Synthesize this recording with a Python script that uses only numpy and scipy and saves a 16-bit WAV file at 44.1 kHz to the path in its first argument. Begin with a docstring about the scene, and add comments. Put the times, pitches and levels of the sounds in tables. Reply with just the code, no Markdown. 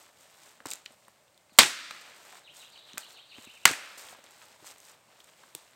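"""Forest camp: a dry branch is snapped twice under a boot, metres from a microphone whose input overloads.
Leaves shuffle as coloured clicks and noise; twigs tick as noise bursts with a sine ring; boots thud as sagging sines.
A small bird sings V-shaped near-sine notes and short peeps. The snaps ring the broad modes of the branch.
Decaying noise makes the echo from the trunks; steady coloured noise is the air."""
import sys
import numpy as np
from scipy import signal
from scipy.fft import rfft, irfft
from scipy.io import wavfile

SR = 44100
rng = np.random.default_rng(int(sys.argv[2]) if len(sys.argv) > 2 else 0)


def wrap_up_sound(samples):
    """Save the sound to the file named by the first command line argument, as 16-bit audio."""
    columns = np.atleast_2d(samples).T
    # keep every value between -1 and 1, then stretch to whole-number steps
    tamed = np.clip(columns, -1, 1)
    steps = np.round(tamed * 32767).astype(np.int16)
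    wavfile.write(sys.argv[1], SR, steps)


N = 253575


def undb(db):
    """Amplitude ratio of a level in dB."""
    return 10 ** (np.asarray(db) / 20)


def level(x, db):
    """Scale x to an rms level in dB."""
    return x * undb(db) / np.sqrt(np.mean(x ** 2))


def colour(x, points):
    """Causal filter that follows (Hz, dB) points, from the folded cepstrum."""
    hz, db = np.transpose(points)
    grid_hz = np.maximum(np.arange(2049) * SR / 4096, 1)
    gain_db = np.interp(np.log(grid_hz), np.log(hz), db)
    cepstrum = irfft(np.log(undb(gain_db)))
    cepstrum[1:2048] *= 2
    cepstrum[2049:] = 0
    impulse = irfft(np.exp(rfft(cepstrum)))
    return signal.fftconvolve(x, impulse)[:len(x)]


def band(x, hz, width_hz):
    """One resonance, gain 1 at its centre."""
    b, a = signal.iirpeak(min(hz, 0.45 * SR), hz / width_hz, fs=SR)
    return signal.lfilter(b, a, x)


def fade(t, t60_s):
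    """Exponential decay, 60 dB down after t60_s."""
    return np.exp(-np.log(1000) * t / t60_s)


def add(out, start_s, x):
    """Mix x into out, cut at the end."""
    i = int(start_s * SR)
    out[i:i + len(x)] += x[:len(out) - i]


def grains(count, per_s, spread_db):
    """Random clicks, many small and few large; rms 1."""
    hit = rng.random(count) < per_s / SR
    size = np.minimum(rng.exponential(size=count), 3)
    clicks = hit * rng.standard_normal(count) * undb(spread_db * size)
    return level(clicks + 1e-9, 0)


# Spectrum of the forest air. Each row: frequency in Hz, relative level in dB.
AIR_SPECTRUM = [(18, -16), (30, -8), (65, -4.5), (118, -6), (153, -8), (259, -12.5), (473, -11.5),
                (616, -3.5), (666, -8), (1910, -17), (2060, -11.5), (2230, -17), (6000, -21.5),
                (16000, -25)]
AIR_RMS_DB = -65


def air():
    """Steady noise of the open forest, strongest in the bass and near 600 Hz."""
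    return level(colour(rng.standard_normal(N), AIR_SPECTRUM), AIR_RMS_DB)


LEAF_FLICKER_DB, LEAF_FLICKER_HZ = 1, 25


def flicker():
    """Gain that wanders at random: leaves give way unevenly."""
    wander = band(rng.standard_normal(N), LEAF_FLICKER_HZ, 2 * LEAF_FLICKER_HZ)
    return undb(level(wander, 0) * LEAF_FLICKER_DB)


# Shuffles in dead leaves. Each row: peak time in seconds, crackle level in dB, swish level in dB,
# seconds to swell by 20 dB, seconds to die by 20 dB before the layer's stretch (both at least 2 ms).
SHUFFLE_EVENTS = [(0.0, -57.5, -59, .1, 0.2), (.206, -60, -61.5, 0.07, 0.27), (.47, -58.5, -59, 0.4, 0.21),
                  (.608, -66.5, -60, -0.04, 0), (.659, -54, -47, .005, 0.05), (.69, -47, -60, 0.02, 0.05),
                  (.72, -45, -50.5, 0.04, 0.0848), (0.857, -47.5, -61, -0.03, 0.0043),
                  (.946, -66, -63, 0.2, 0), (1.082, -70.5, -68.5, 1, 0.33), (1.53, -66, -66, -0.1, 1.2),
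                  (1.585, -61, -63, 0.01, 0), (1.95, -59, -56, 0.05, 0.2), (2.012, -52.5, -59, 0, .02),
                  (2.05, -66, -57, -0.08, 0.46), (2.377, -56.5, -55, 0.68, .07),
                  (2.57, -52, -58.5, 0.06, 0.22), (2.777, -67.5, -62.5, 0.5, .13),
                  (2.876, -63.5, -61, .06, .5), (2.99, -49.5, -53.5, .025, 0.1),
                  (3.115, -57, -58.5, 0.18, 0.12), (3.39, -64.5, -59, 0.16, 0.24),
                  (3.453, -54.5, -57.5, 0.13, -0.3), (3.56, -60.5, -67.5, 0.3, 0.3),
                  (3.64, -59, -65.5, -0.3, -1.8), (3.722, -52.5, -47.5, 0.04, 0.21),
                  (3.85, -61, -60.5, 0.04, 0.4), (3.976, -48.5, -52, 0, 0.27),
                  (4.14, -58, -59.5, 0.96, -0.23), (4.238, -66, -60.5, -0.06, 0.8),
                  (4.31, -61, -76, -0.3, 0.15), (4.423, -59.5, -59.5, 0.2, 0.52),
                  (4.668, -48, -53.5, 0.05, 0.09), (4.709, -51.5, -55, 0.06, 0.05),
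                  (4.85, -57.5, -62, 0.15, 0.12), (4.9, -55.5, -58, 0.1, 0.09),
                  (5.12, -72, -62.5, 0.1, 0.2), (5.22, -65.5, -64.5, 0.2, -0.1),
                  (5.3, -61.5, -60, .1, -0.24), (5.434, -63.5, -62, 0.53, 0.5), (5.556, -56, -62, 0, 0.1),
                  (5.59, -64.5, -64, .05, 0.5)]


def shuffling(column, die_stretch):
    """Gain of one leaf layer: every shuffle swells to its peak and dies away; their powers add."""
    t, power = np.arange(0, N + 32, 32) / SR, 0
    for row in SHUFFLE_EVENTS:
        peak_s = row[0]
        swell_s, die_s = np.maximum(row[3:], 0.002) * (1, die_stretch)
        drop = np.where(t < peak_s, (peak_s - t) / swell_s, (t - peak_s) / die_s)
        power = power + undb(row[column] - 20 * drop) ** 2
    return np.interp(np.arange(N) / SR, t, np.sqrt(power)) * flicker()


def leaf_bits(sizes_hz, per_s):
    """Leaf bits of each size crack on their own, every click with a narrow colour."""
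    total = 0
    for hz in sizes_hz:
        clicks = band(grains(N, per_s, spread_db=1.0), hz, 0.83 * hz)
        total = total + level(clicks, 10 * np.log10(hz / sizes_hz[-1]))
    return total


# Colour filters of the two leaf layers. Each row: frequency in Hz, relative gain in dB.
CRACKLE_COLOUR = [(500, -26), (1500, -16.5), (3500, -3.5), (5500, -3.5), (8000, -4.5), (10300, -7.5),
                  (13000, -5.5), (16000, -10.5)]
SWISH_COLOUR = [(100, -24.5), (250, -9.5), (600, -3), (900, -2.5), (2000, -5.5), (4000, -8.5),
                (8000, -25.5)]
CRACKLE_DIE_STRETCH, SWISH_DIE_STRETCH = 0.88, 1.6


def leaves():
    """Dense crackle of dry leaves over a duller swish; both follow the boots."""
    crackle = 0.64 * leaf_bits((2560, 4470, 8000, 13300), 620) + 0.67 * rng.standard_normal(N)
    swish = 0.3 * leaf_bits((500, 900, 1600, 2800), 200) + rng.standard_normal(N)
    crackle = shuffling(1, CRACKLE_DIE_STRETCH) * level(colour(crackle, CRACKLE_COLOUR), 0)
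    swish = shuffling(2, SWISH_DIE_STRETCH) * level(colour(swish, SWISH_COLOUR), 0)
    return crackle + swish


# Twigs, splinters and leaf stalks breaking. Each row: start in seconds, peak in dB, centre in Hz,
# treble edge in dB before peak scaling, crack t60 in seconds.
TICK_EVENTS = [(0.6038, -35.5, 1540, -25, 0.0082), (0.656, -25, 1140, -5.5, 0.01),
               (0.6594, -24.5, 5300, 1, 0.0084), (0.6693, -29, 7300, 2, 0.01), (0.686, -33, 7300, -2, .008),
               (0.705, -23, 8350, -23, 0.0055), (0.7132, -22, 7600, -10, 0.0085),
               (0.7176, -22.5, 3800, -5, 0.0079), (0.724, -30, 6980, -8, .0045),
               (0.7352, -15.5, 7320, -14, .003), (0.7563, -33.5, 7740, -3, .007),
               (0.8606, -27.5, 3020, -21, 0.015), (0.9224, -46, 9250, -12, .008),
               (1.05, -49, 3920, -6, .009), (1.0818, -39.5, 1060, -4.5, 0.015),
               (1.281, -53, 3550, -12, .008), (1.345, -50, 4560, -14, .005),
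               (1.377, -43.5, 3760, -2, 0.0085), (1.41, -54, 4000, -14, .005),
               (1.495, -50, 2540, -23, 0.017), (1.5788, -34, 780, 10, 0.0065),
               (1.5985, -15, 5600, -21, .0055), (1.6066, -2, 2340, -21, 0.0079),
               (1.6298, -15, 3000, 1, .008), (1.6339, -4.5, 2440, -10, 0.0036),
               (1.909, -30, 3930, -9, 0.021), (1.9088, -29.5, 1340, -9.5, 0.025),
               (1.948, -39, 1440, -5.5, .008), (2.0113, -46.5, 2070, 5, 0.0053),
               (2.333, -43.5, 876, -18, 0.029), (2.344, -46.5, 900, -28, 0.02),
               (2.777, -40, 3880, -17, 0.0067), (2.9335, -32.5, 3975, -14, 0.0057),
               (2.975, -26.5, 1770, -32, 0.018), (2.9802, -12.5, 2570, 2.5, 0.01),
               (3.1072, -39, 4530, -8.5, 0.0085), (3.3834, -38.5, 2070, -19, .007),
               (3.6758, -16, 1800, -5, 0.011), (3.7133, -18, 7950, -1, 0.0065),
               (3.7357, -22, 1960, -16, 0.011), (3.7643, -28.5, 2080, -19, 0.011),
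               (4.0865, -35, 3356, -11, 0.011), (4.099, -39, 1965, -4.5, .008), (4.108, -39, 998, -5, .01),
               (4.128, -40, 693, -23, .012), (4.149, -41, 1002, -21, .015), (4.241, -39, 6140, -3, 0.0053),
               (4.2644, -42.5, 3990, -15, .008), (4.3089, -41, 8620, -5, .008),
               (4.645, -37, 1000, -7, .008), (4.669, -41, 7990, -8, 0.0087),
               (4.783, -40.5, 8580, -3.5, 0.0056), (4.8029, -38.5, 7910, 0, .008),
               (5.2031, -40, 3310, -9, 0.019), (5.243, -43.5, 7970, 1, 0.013),
               (5.435, -44, 1506, -12, .015), (5.438, -42.5, 1200, -19, .015),
               (5.5502, -20, 3620, 10.5, 0.011), (5.5497, -35, 850, -2, .013)]
FAINT_COUNT, FAINT_DB, FAINT_SPREAD_DB = 30, -53, 3
FAINT_HZ, FAINT_OCTAVES, FAINT_TREBLE_DB, FAINT_T60_S = 4000, 0.5, -12, 0.006


def ticks():
    """A sharp crack with a crumbling tail rings the stalk, with a bright edge; faint ones fall anywhere."""
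    out, t = np.zeros(N), np.arange(SR // 20) / SR
    faint = []
    for _ in range(FAINT_COUNT):
        a, b = rng.standard_normal(2)
        db, hz = FAINT_DB + FAINT_SPREAD_DB * a, FAINT_HZ * 2 ** (FAINT_OCTAVES * b)
        faint.append((rng.random() * N / SR, db, hz, FAINT_TREBLE_DB, FAINT_T60_S))
    for start_s, db, hz, treble_db, t60_s in TICK_EVENTS + faint:
        fall = fade(t, np.clip(t60_s, 0.002, 0.06))
        crack = rng.standard_normal(len(t)) * fall
        crack[0] = 4.0  # sharp onset
        ring = level(np.sin(2 * np.pi * hz * t) * fall ** 1.5, -2)
        body = level(band(band(crack, hz, 1.3 * hz), hz, 1.3 * hz), -2.3)
        edge = level(band(crack, 10500, 11000), treble_db)
        tick = ring + body + edge
        add(out, start_s, undb(db) * tick / np.abs(tick).max())
    return out


# Boot and stick ends on soft ground. Each row: start in seconds, level in dB, pitch sagged to in Hz.
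THUD_EVENTS = [(0.606, -48, 462), (0.659, -34.5, 250), (0.906, -50, 483), (1.082, -54.5, 450),
               (1.521, -54.5, 179), (1.588, -16, 454), (1.618, -25.5, 348), (1.651, -34.5, 289),
               (1.91, -48, 450), (1.99, -56, 450), (2.51, -58, 280), (2.94, -44.5, 171), (2.96, -49, 196),
               (2.978, -41.5, 580), (3.384, -41.5, 217), (3.472, -44.5, 201), (3.657, -26.5, 333),
               (3.696, -35, 370), (3.709, -28.5, 257), (4.107, -54, 500), (4.15, -56, 490),
               (4.188, -49, 476), (4.241, -53, 496), (4.626, -50, 280.6), (5.551, -41.5, 300)]
THUD_T60_S, SAG_S = 0.038, 0.0028


def thuds():
    """A soft push into the ground: a few cycles that sag in pitch, over a duller shove."""
    out, t = np.zeros(N), np.arange(SR // 5) / SR
    for start_s, db, hz in THUD_EVENTS:
        turns = hz * (t + 0.002 * (1 - np.exp(-t / SAG_S)))
        push = np.sin(2 * np.pi * turns)
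        shove = 0.43 * np.sin(2 * np.pi * 0.45 * turns)
        add(out, start_s, undb(db) * fade(t, THUD_T60_S) * (push + shove))
    return out


def tone_db(hz, tilt_db_per_octave, lift_hz, lift_db):
    """Colour of one break: a tilt and a narrow lift that depends on the piece that comes off."""
    lift = lift_db * np.exp(-5 * np.log2(hz / lift_hz) ** 2)
    return tilt_db_per_octave * np.log2(hz / 2500) + lift


# Forest echo by band. Each row: centre in Hz, near trunks t60 in seconds, near level in dB,
# far trunks t60 in seconds, far level in dB (levels before the fade).
FOREST_BANDS = [(89, 0.1, -56, 0.57, -74.5), (183, 0.18, -41, 0.59, -62.5), (340, 0.24, -28.5, 1.5, -58.5),
                (650, 0.09, -20, 1, -43.5), (974, 0.26, -20, 0.17, -36.5), (1530, .2, -12, 1.3, -34.5),
                (2220, 0.22, -12.5, 1.3, -33), (3500, 0.22, -10, 1.1, -32.5),
                (5198, 0.36, -14.5, 0.14, -29.5), (7900, 0.32, -18.5, 0.6, -30),
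                (13200, 0.067, -23, .3, -38.5)]


def forest(*tone):
    """Echo of one crack: near trunks return grainy echoes, far ones a smooth wash."""
    t, echo = np.arange(3 * SR // 2) / SR, 0
    near = 0.6 * grains(len(t), 1200, spread_db=2.5) + rng.standard_normal(len(t))
    far = rng.standard_normal(len(t))
    for hz, near_t60_s, near_db, far_t60_s, far_db in FOREST_BANDS:
        for scatter, t60_s, db in ((near, near_t60_s, near_db), (far, far_t60_s, far_db)):
            part = band(band(scatter, hz, 0.9 * hz), hz, 0.9 * hz)
            echo = echo + level(part, db + tone_db(hz, *tone)) * fade(t, t60_s)
    return echo * np.clip(t / 0.008, 0, 1)  # the first trunk stands a step away


# V-shaped notes. Each row: time of the lowest point in seconds, lowest pitch in Hz,
# falling leg in dB, rising leg in dB, length relative to the note shape.
BIRD_NOTES = [(2.488, 2200, -50.5, -51, 0.78), (2.636, 2230, -50.5, -53, 0.67),
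              (2.769, 2310, -51, -59, 0.62), (2.905, 2330, -51, -56.5, 0.74), (3.044, 2340, -51, -53, .75),
              (3.184, 2200, -52, -51.5, .85), (3.336, 2120, -50.5, -50.5, 1.05),
              (3.487, 2076, -51.5, -51.5, 1.05), (3.585, 2050, -52, -75.5, 1.23),
              (3.648, 2180, -56.5, -74, .9)]
# Shape of one note. Each row: seconds from the lowest point at length 1, pitch over the lowest as a ratio,
# level in dB.
NOTE_SHAPE = [(-.03, 1.55, -20), (-.022, 1.42, -8), (-.012, 1.28, 0), (0, 1., -13), (.008, 1.28, -2),
              (.018, 1.44, -3), (.03, 1.5, -8), (.036, 1.5, -20)]


def bird_notes():
    """Near-sine notes that fall and rise again; foliage on the way makes them flutter."""
    out, (shape_s, ratio, shape_db) = np.zeros(N), np.transpose(NOTE_SHAPE)
    for low_s, hz, fall_db, rise_db, length in BIRD_NOTES:
        t = np.arange(shape_s[0], shape_s[-1], 1 / (SR * length))
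        phase = 2 * np.pi * np.cumsum(hz * np.interp(t, shape_s, ratio)) / SR
        leg_db = np.interp(t, [-0.003, 0.003], [fall_db, rise_db])
        db = np.interp(t, shape_s, shape_db) + leg_db
        add(out, low_s + shape_s[0] * length, np.sqrt(2) * undb(db) * np.sin(phase))
    return out * (1 + level(band(rng.standard_normal(N), 90, 150), -12))


# Short high notes. Each row: start in seconds, nominal pitch in Hz, level in dB before the bird's mix.
PEEP_NOTES = [(1.496, 4330, -67.5), (2.435, 3800, -58), (2.59, 3820, -53.5), (2.716, 4450, -57.5),
              (2.772, 3800, -54), (2.863, 3860, -58), (2.996, 4210, -54), (3.126, 4250, -60.5),
              (3.149, 3770, -55), (3.284, 4330, -59), (3.299, 3760, -57), (3.433, 3810, -57)]
PEEP_S = 0.04


def bird_peeps():
    """Short high sines that each sag and warble."""
    out, u = np.zeros(N), np.arange(0, 1, 1 / (PEEP_S * SR))
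    for start_s, hz, db in PEEP_NOTES:
        bend = 1.08 - 0.17 * u + 0.062 * np.sin(25 * u)
        phase = 2 * np.pi * np.cumsum(hz * bend) / SR
        add(out, start_s, np.sqrt(2) * undb(db) * np.sin(np.pi * u) * np.sin(phase))
    return out


def bird():
    """Far-off notes and peeps, so heavily mixed with a grainy unit-energy echo."""
    notes, peeps = bird_notes(), bird_peeps()
    echo = grains(SR, 900, spread_db=2.5) * fade(np.arange(SR) / SR, 1.0)
    echo /= np.sqrt(np.sum(echo ** 2))
    sent = undb(-2) * notes + undb(3) * peeps
    return notes + 0.79 * peeps + signal.fftconvolve(sent, echo)[:N]


# Branch breaks. Each row: start in seconds, level in dB, length of the tearing in seconds,
# treble tilt in dB per octave, favoured frequency in Hz, its lift in dB.
SNAP_EVENTS = [(1.5873, 12, 0.0016, -3, 2866, 6.5), (3.6542, 4, 0.0011, -2, 1910, 6.5)]
# Modes of the branch. 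Each row: centre in Hz, width in Hz, relative level in dB.
WOOD_MODES = [(770, 650, -12.5), (1265, 360, 2), (1990, 390, -4), (2500, 820, -5.5), (3080, 970, -4.5),
              (4100, 570, -10), (5600, 2000, -6.5), (7900, 3000, -9), (13200, 2800, -12.5)]
SNAP_ECHO_DB, TEARING_T60_S = -18, 0.013


def snaps():
    """Fibres let go in a burst of a few ms that rings the broad modes of the branch; the forest answers."""
    out, t = np.zeros(N), np.arange(SR // 10) / SR
    for start_s, db, tear_s, *tone in SNAP_EVENTS:
        envelope = np.where(t < tear_s, 1, fade(t - tear_s, TEARING_T60_S))
        tearing = rng.standard_normal(len(t)) * envelope
        ring = 0
        for hz, width_hz, mode_db in WOOD_MODES:
            # each mode takes the share of the burst's energy that its width gives it
            share_db = 10 * np.log10(np.mean(tearing ** 2) * np.pi * width_hz / SR)
            ring = ring + level(band(tearing, hz, width_hz), mode_db + share_db + tone_db(hz, *tone))
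        add(out, start_s, undb(db) * ring)
        add(out, start_s, undb(db + SNAP_ECHO_DB) * forest(*tone))
    return out


SMALL_ECHO_DB = -37.5


def scene():
    """Sum of all layers; ticks and thuds share one untilted forest echo."""
    small = ticks() + thuds()
    small_echo = undb(SMALL_ECHO_DB) * signal.fftconvolve(small, forest(0, 1000, 0))[:N]
    return (air() + leaves() + small + small_echo + bird() + snaps())[None]


# Microphone response. Each row: frequency in Hz, gain in dB.
MIC_RESPONSE = [(6000, -0.13), (8300, 4.5), (10400, -5.5), (13000, -2.5), (16000, -4.5)]
CLIP_LEVEL, BASS_CUT_HZ, TOP_CUT_HZ = 0.82, 120, 15900


def record(dry):
    """A treble peak and dip in the microphone; the input clips its peaks; bass and top are cut."""
    heard = np.clip(colour(dry[0], MIC_RESPONSE), -CLIP_LEVEL, CLIP_LEVEL)
    bass_cut = signal.butter(2, BASS_CUT_HZ, "high", fs=SR, output="sos")
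    top_cut = signal.ellip(12, 0.2, 85, TOP_CUT_HZ, fs=SR, output="sos")
    return signal.sosfilt(top_cut, signal.sosfilt(bass_cut, heard))[None]


dry = scene()
out = record(dry)
wrap_up_sound(out)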